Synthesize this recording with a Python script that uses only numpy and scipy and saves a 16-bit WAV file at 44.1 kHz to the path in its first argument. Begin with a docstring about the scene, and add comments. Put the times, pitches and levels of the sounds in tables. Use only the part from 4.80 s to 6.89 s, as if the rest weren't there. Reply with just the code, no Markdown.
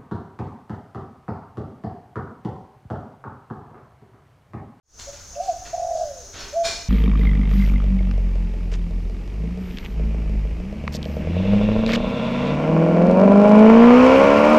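"""Hard-walled yard: a caged dove close by gives a soft note, an arched coo, a rolled trill, a last coo.
Dove: gliding sines and a pulsed tone; the yard adds a ring after the arched coo, echoes and a reverberant tail.
Far hoots: windowed sines; tiny peeps: fuzzy tones.
Clatter of wire or sheet metal some way off: coloured noise bursts, resonators and thin ringing lines.
Behind: insects (pulsed tone, shaped noise) over a low rumble (shaped noise). All fades in at the start."""
import sys
import numpy as np
from scipy import signal
from scipy.fft import rfft, irfft
from scipy.io import wavfile
from scipy.ndimage import uniform_filter1d

SR = 44100
rng = np.random.default_rng(int(sys.argv[2]) if len(sys.argv) > 2 else 0)


def volts(x):
    """Linear amplitude factor 10**(x/20) for a level x in dB, scalar or array-like."""
    e = np.asarray(x, float) / 20
    return 10 ** e


def int16_out(signal):
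    """Quantize to a 16-bit WAV file."""
    q = np.round(np.clip(np.atleast_2d(signal).T, -1, 1) * 32767)
    wavfile.write(sys.argv[1], SR, q.astype(np.int16))


N = 92036


def evened(x):
    """Scales to rms 1."""
    return x / np.sqrt(np.mean(x ** 2) + 1e-20)


def read(points, hz):
    """Interpolates a table on a log-frequency axis."""
    f, value = np.transpose(points)
    return np.interp(np.log(hz + 1), np.log(f + 1), value)


def add(mix, start_s, sound):
    """Mixes a sound in at start_s, cut at the end of the mix."""
    part = mix[round(start_s * SR):][:len(sound)]
    part += sound[:len(part)]


def resonate(x, hz, width_hz):
    """One-pole resonance of gain 1: shift to 0 Hz, lowpass, shift back."""
    turn = np.exp(2j * np.pi * hz * np.arange(len(x)) / SR)
    r = np.exp(-np.pi * width_hz / SR)
    return 2 * (turn * signal.lfilter([1 - r], [1, -r], x / turn)).real


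def colour(x, table):
    """Filters by a spectrum table."""
    hz = np.fft.rfftfreq(len(x), 1 / SR)
    return irfft(rfft(x) * volts(read(table, hz)), len(x))


def whistle(hz):
    """Sine of rms 1 following a frequency track."""
    return np.sqrt(2) * np.sin(2 * np.pi * np.cumsum(hz) / SR)


# L-R likeness of diffuse sound: f/Hz, correlation
LIKENESS = [(40, .98), (150, .75), (900, .99), (2500, .94), (6000, .74), (9000, .52), (14000, .36)]
# L-R balance, positive = left: f/Hz, level/dB
BALANCE = [(40, -1.2), (500, -1), (6000, .8), (13000, 2.3)]


def bed(shape, level_db, patchy_db):
    """Stereo noise from random short-time spectra with drifting patches."""
    frames, hz = N // 256 + 5, np.fft.rfftfreq(1024, 1 / SR)
    a, b, c, d, patch = rng.standard_normal((frames, 513, 5)).T
    patch = uniform_filter1d(patch, size=12, axis=0)
    patch = evened(uniform_filter1d(patch, size=14, axis=1))
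    left, other = a + 1j * b, c + 1j * d
    same = np.clip(read(LIKENESS, hz), -1, 1)[:, None]
    right = same * left + np.sqrt(1 - same ** 2) * other
    lean = volts(read(BALANCE, hz) / 2)[:, None]
    z = np.array([left * lean, right / lean])
    z *= volts(read(shape, hz)[:, None] + patchy_db * patch)
    noise = signal.istft(z, nperseg=1024, noverlap=768)[1][:, :N]
    return volts(level_db) * evened(noise)


# insect chorus and hiss spectrum: f/Hz, relative level/dB
CHORUS = [(800, -10.5), (1560, -10), (1900, -17.5), (3000, -19), (4600, -12.5), (6400, 1), (7200, -12.5),
          (8400, -21), (12000, -25.5), (15700, -29)]


def insect_chorus():
    """Insect chorus and hiss: mildly patchy shaped noise."""
    return bed(CHORUS, -43.5, patchy_db=1.5)


# rumble spectrum: f/Hz, relative level/dB
RUMBLE_SHAPE = [(15, -16), (38, 8), (70, 4.5), (130, -10.5), (200, -14), (500, -27.5), (1000, -45.5)]


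def rumble():
    """Low rumble: nearly steady shaped noise."""
    return bed(RUMBLE_SHAPE, -46, patchy_db=0.3)


CRICKET_HZ, CRICKET_FUZZ_WIDTH_HZ = 6670, 40.4
CHIRPS_PER_S, CHIRP_CENTRE_S, CHIRP_DUTY = 25.85, 1.148, 0.56


def cricket():
    """Sine plus narrowband noise, gated into steady chirps."""
    t = np.arange(N) / SR
    place = (CHIRPS_PER_S * (t - CHIRP_CENTRE_S) + .5) % 1 - .5  # in periods, 0 = chirp centre
    gate = np.exp(-(2 * place / CHIRP_DUTY) ** 4)
    fuzz = evened(resonate(rng.standard_normal(N), CRICKET_HZ, CRICKET_FUZZ_WIDTH_HZ))
    tone = np.sin(2 * np.pi * CRICKET_HZ * t)
    return volts(-47) * gate * (tone + 0.46 * fuzz)


# rattles: t/s, decay/s, dull crash relative level/dB, bright crash relative level/dB, ringing relative level/dB
RATTLES = [(0.189, 0.018, -47, -44, -80), (0.318, 0.049, -56, -55.5, -67), (0.607, 0.078, -60.5, -51, -88),
           (0.85, 0.021, -43.5, -51, -76), (1.134, 0.1, -70.5, -54, -89), (1.525, 0.077, -44.5, -66, -67),
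           (1.59, 0.054, -44, -52, -50), (1.831, 0.068, -39, -37.5, -34.5)]
# dull crash spectrum: f/Hz, relative level/dB
DULL_CRASH = [(60, 1), (200, -4), (1500, -3.5), (5000, -7), (9000, -52)]
# bright crash spectrum: f/Hz, relative level/dB
BRIGHT_CRASH = [(800, -54), (2500, -11.5), (4500, 0), (7000, 0.5), (8500, -12), (16000, -38)]
# sheet-metal modes: f/Hz, width of first pole/Hz, relative level/dB
METAL_MODES = [(1510, 150, -13), (2380, 70, -5), (3710, 170, -3), (4290, 150, 0), (5210, 130, -6),
               (5600, 200, -4), (7030, 130, -8), (9500, 400, -21)]
RISE_PER_DECAY, KNOCKS_PER_S, GRAIN = 0.36, 410, 0.4


def clatter():
    """Rattling bursts: dull and bright noise crashes plus noise-driven metal modes."""
    out, t = np.zeros(N), np.arange(SR // 2) / SR
    for start_s, decay_s, dull_db, bright_db, ring_db in RATTLES:
        dull, bright, drive = rng.standard_normal((3, len(t)))
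        knocks = (rng.random(len(t)) < KNOCKS_PER_S / SR) * rng.exponential(1, len(t))
        knocks = uniform_filter1d(knocks, size=60)
        shake = np.minimum(t / (RISE_PER_DECAY * decay_s), 1) * np.exp(-(t / decay_s) ** 2)
        shake *= 1 + GRAIN * evened(knocks)
        ring = np.zeros(len(t))
        for hz, width_hz, db in METAL_MODES:
            mode = resonate(resonate(drive, hz, width_hz), hz, 2 * width_hz)
            ring += volts(db) * evened(mode)
        burst = volts(dull_db) * evened(colour(dull, DULL_CRASH))
        burst += volts(bright_db) * evened(colour(bright, BRIGHT_CRASH))
        burst += volts(ring_db) * evened(ring)
        add(out, start_s, shake * burst)
    return out


# smooth tone strands, may overlap: dove voice; the last is the yard's lingering ring near 740 Hz
# after the arched coo. One table each: t/s, f/Hz, relative level/dB
TONE_STRANDS = [
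    [(.262, 547, -64), (.275, 560, -38.5), (.295, 566, -34.5), (.312, 560, -48), (.345, 575, -44),
     (.365, 580, -60)],
    [(.265, 648, -76), (.285, 672, -43.5), (.34, 669, -61)],
    [(.548, 536, -62), (.562, 558, -37), (.59, 594, -29), (.63, 571, -46.5), (.68, 570, -41)],
    [(.53, 729, -53), (.545, 688, -54), (.57, 681.4, -34), (.594, 704, -38), (.606, 686.4, -18),
     (.62, 762, -32.5), (.668, 782, -41.5), (.685, 754, -21.5), (.697, 712.4, -16), (.712, 662.6, -24),
     (.732, 634, -35.5)],
    [(1.243, 638, -72), (1.255, 612, -28), (1.285, 587.5, -33), (1.32, 555, -34), (1.34, 540, -46),
     (1.42, 484, -47), (1.435, 470, -62)],
    [(1.725, 572, -47), (1.74, 576, -29), (1.755, 657.5, -28), (1.77, 671.6, -18.5), (1.825, 682.2, -19.5),
     (1.842, 652.5, -31), (1.86, 670, -23), (1.885, 670, -31), (1.915, 668, -42)],
    [(.76, 725, -42), (.775, 742, -36), (.805, 735, -52), (.825, 746, -40), (.868, 728, -48),
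     (.91, 735, -50)],
]
# trill pulses: nominal centre t/s, relative level/dB, nominal length/s
TRILL_PULSES = [(0.946, -21.5, 0.025), (0.964, -31, 0.015), (0.983, -23, 0.012), (1.003, -21, 0.016),
                (1.03, -22.5, 0.026), (1.052, -21, 0.011), (1.073, -24, 0.015), (1.094, -22.5, 0.018),
                (1.119, -20, 0.025), (1.139, -22, 0.026), (1.159, -19.5, 0.023), (1.191, -26, 0.064),
                (1.201, -19, 0.011), (1.219, -22, 0.014), (1.238, -22, 0.02)]
# trill pitch before the slide: t/s, f/Hz
TRILL_TRACK = [(.93, 692), (1.1, 692), (1.19, 655), (1.215, 682.5), (1.25, 640)]
# wall echoes: delay t/s, level re direct/dB
WALL_ECHOES = [(.055, -17), (.158, -25)]
TRILL_RISE_HZ_PER_S, RASP_HZ, RASP_DEPTH = 3200, 122, .17


def dove_and_echoes():
    """Gliding sine coos, the yard's ring as one more sine, a sliding pulsed trill with AM rasp; wall echoes."""
    out, gate, t = np.zeros(N), np.zeros(N), np.arange(N) / SR
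    for s, hz, db in map(np.transpose, TONE_STRANDS):
        u = np.arange(s[0], s[-1], 1 / SR)
        level = uniform_filter1d(volts(np.interp(u, s, db)), size=200)
        pitch_hz = uniform_filter1d(np.interp(u, s, hz), size=300)
        add(out, s[0], level * whistle(pitch_hz))
    for k, (s, db, length_s) in enumerate(TRILL_PULSES):
        window = np.hanning(round(1.403 * length_s * SR)) ** 0.64
        add(gate, s - 0.74 * length_s, (-1) ** k * volts(db) * window)  # alternate sign, as in a beat
    centre = np.transpose(TRILL_PULSES)[0]
    nearest = np.searchsorted((centre[1:] + centre[:-1]) / 2, t)
    slide_s = np.clip(t - centre[nearest], -.02, .02)
    hz = np.interp(t, *np.transpose(TRILL_TRACK)) + TRILL_RISE_HZ_PER_S * slide_s
    rasp = 1 + RASP_DEPTH * np.cos(2 * np.pi * RASP_HZ * t)
    out += gate * rasp * whistle(uniform_filter1d(hz, size=100))
    direct = out.copy()
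    for delay_s, db in WALL_ECHOES:
        add(out, delay_s, volts(db) * direct)
    return out


# tiny peeps: centre t/s, level/dB
PEEP_TIMES = [(0.555, -48), (0.617, -51), (0.7, -50)]
PEEP_HZ, PEEP_HALF_S, PEEP_FUZZ = 2700, .006, .5  # fuzz: rms frequency jitter, share of f


def peeps():
    """Tiny husky peeps: Gaussian-windowed tones with random frequency jitter."""
    out = np.zeros(N)
    for centre_s, db in PEEP_TIMES:
        t = np.arange(-2 * PEEP_HALF_S, 2 * PEEP_HALF_S, 1 / SR)
        window = np.exp(-(t / PEEP_HALF_S) ** 2 * 2)
        hz = PEEP_HZ * (1 + PEEP_FUZZ * rng.standard_normal(len(t)))
        add(out, centre_s + t[0], volts(db) * window * whistle(hz))
    return out


# far hoots: t/s, length/s, level/dB
HOOTS = [(1.407, 0.13, -52), (1.641, 0.07, -45), (1.872, 0.065, -46)]


def far_dove():
    """Soft low hoots: windowed steady sines."""
    out = np.zeros(N)
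    for start_s, length_s, db in HOOTS:
        window = signal.windows.tukey(round(length_s * SR), .6)
        add(out, start_s, volts(db) * window * whistle(np.full(len(window), 401.3)))
    return out


# wire shakes: t/s, level before envelope/dB
SHAKES = [(1.588, -39), (1.845, -37)]
# thin-wire lines: f/Hz, relative level/dB
WIRE_LINES = [(3290, -6), (4370, 0), (5215, -5), (5570, -5), (11500, -26)]
WIRE_WIDTH_HZ, WIRE_RISE_S, WIRE_DECAY_S = 50, .0052, .08


def wire():
    """Shaken thin wire: sines plus narrowband noise, quick rise, exponential decay."""
    out, t = np.zeros(N), np.arange(SR // 2) / SR
    for start_s, level_db in SHAKES:
        noise = rng.standard_normal(len(t))
        ring = np.zeros(len(t))
        for hz, db in WIRE_LINES:
            fuzz = evened(resonate(noise, hz, WIRE_WIDTH_HZ))
            ring += volts(db) * (whistle(np.full(len(t), hz)) + fuzz)
        shake = np.minimum(t / WIRE_RISE_S, 1) * np.exp(-t / WIRE_DECAY_S)
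        add(out, start_s, volts(level_db) * shake * evened(ring))
    return out


# yard decay: f/Hz, t60/s
YARD_DECAY = [(700, 0.69), (2500, 0.59), (6000, 0.7), (12000, 0.41)]


def yard(x):
    """Stereo tail of sparse random taps, each band dying at its own speed."""
    taps = np.zeros((2, SR))
    at = np.arange(400, SR - 20, 20) + rng.integers(0, 20, (2, (SR - 401) // 20))
    np.put_along_axis(taps, at, rng.choice([-1., 1.], at.shape), 1)
    hz, t, (left, other) = signal.stft(taps, SR, nperseg=256)
    same = np.clip(read(LIKENESS, hz), 0, 1)[:, None]
    right = same * left + np.sqrt(1 - same ** 2) * other
    hall = np.array([left, right]) * volts(-60 * t / read(YARD_DECAY, hz)[:, None])
    hall = hall / np.linalg.norm(hall[0], axis=1)[:, None]  # equal energy per band
    tail = signal.istft(hall, SR, nperseg=256)[1]
    return signal.fftconvolve(x[None], tail / np.linalg.norm(tail[0]), axes=1)[:, :N]


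def scene():
    """Sums all sources, direct and through the yard."""
    bird, far, metal, ring = dove_and_echoes(), peeps() + far_dove(), clatter(), wire()
    late = np.zeros(N)
    add(late, .02, bird)  # the near dove's tail starts 20 ms later
    near = (bird + volts(-15) * yard(late)) * volts(-.5 * np.array([[1], [-1]]))
    distant = far + volts(-5.5) * yard(far)
    distant += volts(3.5) * metal + volts(7.0) * yard(metal)
    distant += ring + volts(-5) * yard(ring)
    insects = cricket() * volts(np.array([[1.1], [-1.1]])) + insect_chorus()
    return near + distant + insects + rumble()


def top_cut(x):
    """Nothing passes above the cut-off."""
    return signal.sosfilt(signal.butter(12, 15710, fs=SR, output="sos"), x)


# opening fade: t/s, level/dB
FADE = [(0, -88), (.028, -75), (.032, -42.5), (0.098, -20), (0.158, -9), (0.207, -0.5)]


def record(dry):
    """Fades the mix in."""
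    s, db = np.transpose(FADE)
    mix = dry * volts(np.interp(np.arange(N) / SR, s, db))
    return top_cut(mix)


dry = scene()
out = record(dry)
int16_out(out)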